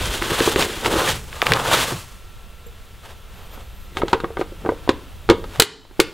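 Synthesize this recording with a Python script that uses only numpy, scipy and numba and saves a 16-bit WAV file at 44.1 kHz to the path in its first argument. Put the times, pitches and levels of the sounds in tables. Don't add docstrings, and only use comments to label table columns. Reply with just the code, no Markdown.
import sys
import numpy as np
from scipy import signal
from scipy.fft import rfft, irfft, next_fast_len
from scipy.io import wavfile
from scipy.ndimage import uniform_filter1d
from numba import njit

SR = 44100
rng = np.random.default_rng(int(sys.argv[2]) if len(sys.argv) > 2 else 0)


def to_wav(s):
    ch = np.atleast_2d(s).T
    pcm = np.round(np.clip(ch, -1, 1) * 32767)
    wavfile.write(sys.argv[1], SR, pcm.astype(np.int16))


N = 270333
T = np.arange(N) / SR
RING_T = T[:SR // 3]


def undb(db):
    return 10 ** (np.asarray(db) / 20)


def curve(rows):
    return np.interp(T, *np.transpose(rows))


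def at(hz, rows, column=1):
    rows = np.array(rows)
    return np.interp(np.log(hz + 1), np.log(rows[:, 0]), rows[:, column])


def colour(x, spectrum):
    size = next_fast_len(len(x), True) * 2
    hz = np.arange(size // 2 + 1) * SR / size
    cepstrum = irfft(np.log(undb(at(hz, spectrum))))
    response = np.exp(rfft(2 * cepstrum[:size // 2], size))
    y = irfft(rfft(x, size) * response)[:len(x)]
    return y / np.std(y)


def band(x, hz, kind, order=2):
    sos = signal.butter(order, np.minimum(hz, SR / 2 - 100), kind, fs=SR, output="sos")
    return signal.sosfilt(sos, x)


def noise(size=N):
    return rng.standard_normal(size)


def fade(t60):
    return np.exp(-np.log(1000) * RING_T / t60)


def burst(x, db):
    return x * undb(db) / np.sqrt(np.sum(x ** 2) / (.02 * SR))


def add(out, s, x):
    i = max(int(s * SR), 0)
    out[i:i + len(x)] += x[:max(N - i, 0)]


def wander(rate_hz):
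    step = int(SR / rate_hz)
    y = uniform_filter1d(np.repeat(noise(N // step + 1), step), step)[:N]
    return y / np.std(y)


def grains(per_s, spread_db):
    size = undb(spread_db * np.minimum(rng.exponential(size=N), 6))
    return (rng.random(N) < per_s / SR) * noise() * size


def ring(modes, scatter_db):
    out = 0
    for hz, db, t60 in modes:
        amplitude = undb(db + scatter_db * rng.normal())
        detuned_hz = hz * (1 + 0.0095 * rng.normal())
        out = out + amplitude * fade(t60) * np.sin(2 * np.pi * detuned_hz * RING_T)
    return out


def swell(s, db, rise_s, fall_s):
    distance = np.maximum((s - T) / rise_s, (T - s) / fall_s)
    near = distance < 10
    power = np.zeros(N)
    power[near] = (undb(db) * np.exp(-distance[near] ** 1.13)) ** 2
    return power


def strokes(rows):
    return np.sqrt(sum(swell(s, db, half_s, half_s) for s, db, half_s in rows))


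# frequency in Hz, level in dB.
AIR_SPECTRUM = [(100, 1.5), (170, -11), (270, -13), (400, -7), (700, -11.5), (1200, -11), (2000, -14.5),
                (3400, -13), (5000, -22), (9000, -24.5), (15500, -27)]
# frequency in Hz, level in dB.
HUM_TONES = [(1346, -55), (2686, -60)]
# time in seconds, gain in dB.
HUM_GAIN = [(2.5, -3), (2.9, -8.5), (4.5, -4), (4.9, -3), (5.7, -9.5)]

def room_tone():
    air = undb(-46.5 + 0.29 * wander(4.8)) * colour(noise(), AIR_SPECTRUM)
    hum = 0
    for hz, db in HUM_TONES:
        phase = 2 * np.pi * np.cumsum(hz * (1 + 0.0026 * wander(30))) / SR
        hum = hum + np.sqrt(2) * undb(db) * np.sin(phase)
    return air + undb(curve(HUM_GAIN)) * hum


# time in seconds, level in dB.
HANDLING_LEVEL = [(0.0, -26), (0.24, -36.5), (1.16, -36.5), (1.59, -39), (1.98, -37), (2.1, -41),
                  (2.71, -44.5), (3.52, -37.5), (3.89, -40), (4.08, -37.5), (5.24, -40.5), (5.46, -32),
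                  (5.62, -42), (6.13, -48)]
# frequency in Hz, level in dB.
HANDLING_SPECTRUM = [(15, -13), (30, -3), (48, -1.5), (90, -5.5), (130, -17.5), (200, -16.5), (400, -49.5)]

def handling():
    db = curve(HANDLING_LEVEL) - .5 + 1.2 * wander(7.9)
    return undb(db) * colour(noise(), HANDLING_SPECTRUM)


# frequency in Hz, level in dB.
WIDE_NOISE_SPECTRUM = [(25, 41), (120, 2), (400, 0), (2000, -11.5), (5000, -10.5), (15000, -4)]

def wide_noise():
    return undb(-44) * np.array([colour(noise(), WIDE_NOISE_SPECTRUM) for _ in range(2)])


# frequency in Hz, level in dB.
HISS_SPECTRUM = [(900, -22.5), (1500, 0), (2200, -4.5), (3400, 0), (4200, -5.5), (5500, -19), (9000, -38)]
SPRAY_SPECTRUM = [(3000, 2), (5000, 0), (7200, 0.5), (10000, -2.5), (13000, -7), (16000, -11)]
PATTER_SPECTRUM = [(60, -19.5), (120, 7.5), (200, -2), (350, 0), (520, 6.5), (660, 1.5), (900, 5.5),
                   (1300, 4), (1900, -12), (3500, -43)]
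# peak time in seconds, level in dB, rise and fall in seconds,
# relative level of the patter in dB.
CLUMPS = [(.05, -30, 0.29, 0.076, -2), (.145, -27.5, 0.037, 0.022, -8), (.28, -33.5, 0.18, 0.14, -6),
          (.43, -23.5, 0.16, 0.075, -1), (0.614, -20, .05, 0.026, 0.5), (.76, -33, 0.32, 0.088, -3),
          (.86, -26.5, 0.02, 0.023, 7), (.94, -25.5, 0.03, 0.014, 5), (1.008, -23, 0.052, 0.042, 5),
          (1.093, -22.5, 0.051, 0.038, -2), (1.36, -41, 0.057, 0.055, 1.5), (1.485, -32, 0.064, 0.048, 6),
          (1.555, -34.5, 0.04, 0.1, 11), (1.734, -22, 0.065, 0.093, 4), (1.82, -23, 0.11, 0.049, -10),
          (1.93, -46, 0.055, 0.023, 14.5)]

def pour():
    trickle_db, taper_start_s, taper_s = -58.5, 2.04, 0.034
    trickle = (undb(trickle_db) * np.clip(1 - (T - taper_start_s) / taper_s, 0, 1)) ** 2
    sliding = landing = trickle
    dust = trickle * undb(15) ** 2
    for s, db, rise_s, fall_s, patter_db in CLUMPS:
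        clump = swell(s, db, rise_s, fall_s)
        sliding = sliding + clump
        landing = landing + clump * undb(patter_db) ** 2
        dust = dust + swell(s, db, rise_s, fall_s * 1.49)
    hiss = undb(0.5) * np.sqrt(sliding) * colour(grains(per_s=9000, spread_db=-2.5), HISS_SPECTRUM)
    spray = undb(-1) * np.sqrt(dust) * colour(grains(per_s=26000, spread_db=2.0), SPRAY_SPECTRUM)
    patter = np.sqrt(landing) * colour(grains(per_s=3000, spread_db=1.5), PATTER_SPECTRUM)
    return undb(1.77 * wander(70)) * (hiss + spray + patter)


# frequency in Hz, level in dB, time to decay by 60 dB in seconds.
CONTAINER_MODES = [(98, -14, 0.15), (162.5, -17, 0.15), (291, -17, 0.1), (355.8, -1.5, 0.063),
                   (396.6, 2.5, 0.046), (452.6, -3.5, 0.075), (519, -7, 0.08), (781.5, -8, 0.053),
                   (885, 1.5, 0.011), (953, 0, 0.022), (1113, 0, 0.012), (1242, -2.5, 0.032),
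                   (1435, -6.5, 0.024), (1554, -6, 0.035), (1945, -3, 0.012), (2190, -4, 0.022)]
TUB_TOP_HZ = 650
TUB_MODES = [mode for mode in CONTAINER_MODES if mode[0] < TUB_TOP_HZ]
LID_MODES = [mode for mode in CONTAINER_MODES if mode[0] >= TUB_TOP_HZ]
# peak time in seconds, level in dB, half-length in seconds.
WALL_RUBS = [(.02, -32.5, 0.3), (.31, -26.5, 0.073), (.61, -26, 0.14), (.97, -21.5, 0.09),
             (4.03, -25.5, 0.037), (4.397, -28, .018), (4.665, -24.5, 0.023), (5.39, -47, 0.1)]

def rubbing():
    slips = grains(per_s=700, spread_db=2.5)
    drumming = signal.fftconvolve(slips, ring(TUB_MODES, scatter_db=0.73))[:N]
    return strokes(WALL_RUBS) * drumming / np.std(drumming)


# start in seconds, level in dB, centre frequency in Hz.
FOIL_CREASES = [(0.057, -32.5, 6200), (0.223, -24, 1880), (0.404, -24, 3070), (0.56, -23, 2340),
                (0.609, -26, 3500), (.625, -21.5, 2980), (0.848, -29, 2770), (0.86, -21.5, 2540),
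                (0.866, -36, 5000), (1.006, -29, 2550), (1.077, -24.5, 1530), (1.104, -47, 3160),
                (1.329, -37.5, 2280), (1.4185, -17.5, 2460), (1.426, -19, 925), (1.468, -17.5, 2430),
                (1.5205, -12, 2140), (1.536, -17.5, 3600), (1.571, -24.5, 1190), (1.599, -30, 2130),
                (1.660, -25.5, 1078), (1.715, -19.5, 1080), (1.843, -29, 980)]

def foil():
    out = np.zeros(N)
    for s, db, hz in FOIL_CREASES:
        tick = .06 * noise(len(RING_T)) * fade(.025)
        tick[0] += 1
        sheet = band(tick, [hz * 0.46, hz * 1.35], "band")
        edge = band(tick, hz, "high")
        add(out, s, burst(sheet, db) + burst(edge, db - 16.5))
    return out


def contact(hardness_hz):
    size = SR // 50
    force = 0.055 * noise(size) * fade(0.052)[:size]
    force[0] += 1
    return band(force, hardness_hz * 0.44, "low")


# frequency in Hz, level in dB.
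CRACK_SPECTRUM = [(600, -13.5), (1500, 0), (2400, -2), (3700, 2), (4500, -2), (5600, -9.5), (7200, -5),
                  (9500, -9), (12000, -9), (16000, -9)]

def blow(lid_db, tub_db, crack_db, hardness_hz, thud_hz):
    force = contact(hardness_hz)
    lift_db, width_octaves = 10, 0.41
    lifted = [(hz, db + lift_db * np.exp(-(np.log2(hz / thud_hz) / width_octaves) ** 2), t60)
              for hz, db, t60 in TUB_MODES]
    tub = ring(lifted, scatter_db=5.9)
    lid = sum(rng.choice([-1, 1]) * ring([mode], scatter_db=1.5) for mode in LID_MODES)
    tub, lid = (signal.fftconvolve(part, force)[:len(RING_T)] for part in (tub, lid))
    click_and_buzz = fade(0.01) + undb(-8) * fade(0.08)
    crack = colour(noise(len(RING_T)) * click_and_buzz, CRACK_SPECTRUM)
    return burst(tub, tub_db) + burst(lid, lid_db) + burst(band(crack, hardness_hz, "low"), crack_db)


def knock(lid_db, tub_db, hardness_hz):
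    crack_db = lid_db - 18 + 11 * np.log2(hardness_hz / 2026)
    thud_hz = 382 * 2 ** ((-14 - tub_db) / 49)
    return blow(lid_db, tub_db, crack_db, hardness_hz, thud_hz)


# start in seconds, level of the tub in dB.
BAG_BUMPS = [(0.218, -24), (0.318, -22.5), (0.407, -15.5), (0.4751, -14.5), (0.5609, -18.5), (0.863, -21.5),
             (0.893, -29), (0.969, -27), (1.515, -20.5), (1.922, -26.5)]

def bag_bumps():
    out = np.zeros(N)
    for s, db in BAG_BUMPS:
        add(out, s, knock(lid_db=db - 11, tub_db=db, hardness_hz=2030))
    return out


# peak time in seconds, level in dB, half-length in seconds.
WEIGHT_SHIFTS = [(1.14, -30, 0.054), (1.515, -21, .014), (1.75, -36, 0.058), (1.94, -26.5, 0.026),
                 (4.7, -44, .06), (5.32, -28, 0.023), (5.61, -23, 0.016), (6.01, -35, .02)]
# frequency in Hz, level in dB.
WORKTOP_SPECTRUM = [(40, -25), (85, 1.5), (125, 0.5), (185, -4), (280, -26.5), (600, -65.5)]

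def worktop():
    return strokes(WEIGHT_SHIFTS) * colour(noise(), WORKTOP_SPECTRUM)


# frequency in Hz, level in dB, time to decay by 60 dB in seconds.
MUG_MODES = [(471, -38.5, 0.23), (7550, -46, 0.085), (12050, -46, .07), (14400, -53, .07)]

def mug():
    out = np.zeros(N)
    add(out, s=2.665, x=ring(MUG_MODES, scatter_db=0))
    return out


# peak time in seconds, level in dB, half-length in seconds.
SCRAPE_STROKES = [(3.057, -41, 0.018), (3.103, -40, 0.027), (3.42, -45, 0.085), (3.55, -44, 0.074),
                  (3.99, -31, 0.02), (4.1, -34, 0.021), (4.403, -35.5, 0.019), (4.72, -46.5, 0.41),
                  (5.56, -35.5, 0.063)]
# frequency in Hz, level in dB.
SCRAPE_SPECTRUM = [(200, 0.5), (500, 9), (1300, 4.5), (2200, -0.5), (3400, 0.5), (5000, -8), (10000, -12.5),
                   (16000, -20)]

def scraping():
    envelope = strokes(SCRAPE_STROKES) * undb(1.9 * wander(40))
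    return envelope * colour(grains(per_s=9000, spread_db=0.9), SCRAPE_SPECTRUM)


# time in seconds, frequency in Hz.
WHISTLE_PITCH = [(3.34, 12700), (3.53, 13500), (3.64, 12500), (3.71, 13450), (3.78, 12800), (3.84, 13000),
                 (3.91, 13900), (3.98, 13200)]

def whistle():
    peak_s, db, half_s = 3.5, -57, .35
    envelope = strokes([(peak_s, db, half_s)]) * undb(4.5 * wander(45))
    hz = curve(WHISTLE_PITCH) + 110 * wander(400)
    sounding = (T > WHISTLE_PITCH[0][0]) & (T < WHISTLE_PITCH[-1][0])
    return envelope * sounding * np.sin(2 * np.pi * np.cumsum(hz) / SR)


# start in seconds, lid level in dB, tub level in dB, hardness in Hz.
RIM_KNOCKS = [(3.575, -44, -43, 1700), (3.97, -25, -30, 4730), (4.018, -22.5, -34, 2520),
              (4.082, -32, -46, 5530), (4.1309, -12.5, -16, 3520), (4.147, -39, -21, 2020),
              (4.202, -34.5, -34.5, 4950), (4.237, -39, -25.5, 2020), (4.243, -26, -25.5, 2500),
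              (4.304, -42, -32.5, 1700), (4.37, -27.5, -29.5, 2580), (4.4122, -24, -20, 3080),
              (4.521, -64, -36, 1500), (4.65, -34, -26, 2000), (4.661, -27, -27, 2030),
              (4.69, -22, -16.5, 2000), (4.72, -34.5, -24.5, 1490), (4.876, -30, -28, 2000),
              (4.8915, -17, -10.5, 5070), (5.2901, -18, -16, 2900), (5.299, -12.5, -3, 5200),
              (5.310, -24.5, -15.5, 4500), (5.32, -25.5, -18.5, 2220), (5.333, -38.5, -27, 2480),
              (5.441, -38, -36, 4240), (5.851, -44.5, -43.5, 3060), (5.911, -49, -42, 3250)]

def rim_knocks():
    out = np.zeros(N)
    for s, lid_db, tub_db, hardness_hz in RIM_KNOCKS:
        add(out, s, knock(lid_db, tub_db, hardness_hz))
    return out


# start in seconds, levels of lid, tub and crack
# in dB, centre of the thud in Hz, lead of the hinge in seconds.
LATCH_SNAPS = [(5.599, -2.5, -0.5, 10, 335, 0.0021), (5.621, -10, -2, 5, 343, 0.003),
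               (6.0003, -18.5, -10, -11.5, 513, 0.00615)]

def latches():
    out = np.zeros(N)
    for s, lid_db, tub_db, crack_db, thud_hz, lead_s in LATCH_SNAPS:
        add(out, s - lead_s, knock(lid_db=-25.5, tub_db=-15, hardness_hz=2500))
        add(out, s, blow(lid_db, tub_db, crack_db, hardness_hz=10900, thud_hz=thud_hz))
    return out


# frequency in Hz, level in dB, time to decay by 60 dB in seconds.
REVERB_BANDS = [(102.6, -1.5, 0.53), (343, -2.5, 0.43), (1200, -3.5, 0.34), (2630, 0, 0.28),
                (4300, -7, 0.41), (5560, -3.5, 0.37), (7600, -13.5, 0.35), (13500, 5.5, 0.077)]

def kitchen(x, wet_db):
    tail = 0
    edges_hz = 62 * np.sqrt(2) ** np.arange(17)
    for lo, hi in zip(edges_hz, edges_hz[1:]):
        hz = np.sqrt(lo * hi)
        reflections = band(noise(len(RING_T)), [lo, hi], "band")
        tail = tail + undb(at(hz, REVERB_BANDS)) * reflections * fade(at(hz, REVERB_BANDS, column=2))
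    tail = tail * np.minimum(RING_T / 0.0033, 1)
    return x + undb(wet_db) * signal.fftconvolve(x, tail / np.linalg.norm(tail))[:N]


def scene():
    background = room_tone() + handling() + wide_noise()
    pouring = pour() + rubbing() + foil() + bag_bumps() + worktop()
    closing = mug() + scraping() + rim_knocks() + latches()
    return background + kitchen(pouring + closing, wet_db=-18) + whistle()


@njit
def follow(x, attack_s, release_s):
    out, level = np.empty(len(x)), 0.
    for i in range(len(x)):
        level += (x[i] - level) / (SR * (attack_s if x[i] > level else release_s))
        out[i] = level
    return out


def record(dry):
    threshold_db, top_hz = -7.5, 15750
    treble = band(dry[0], 1700, "high", order=1)
    envelope = follow(np.abs(treble), attack_s=0.0016, release_s=0.15)
    envelope = follow(envelope, attack_s=0.0047, release_s=.003)
    gain = 1 / np.maximum(envelope / undb(threshold_db), 1)
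    lowpass = signal.ellip(10, .2, 70, top_hz, fs=SR, output="sos")
    return signal.sosfilt(lowpass, np.clip(dry * gain, -1, 1))


dry = scene()
out = record(dry)
to_wav(out)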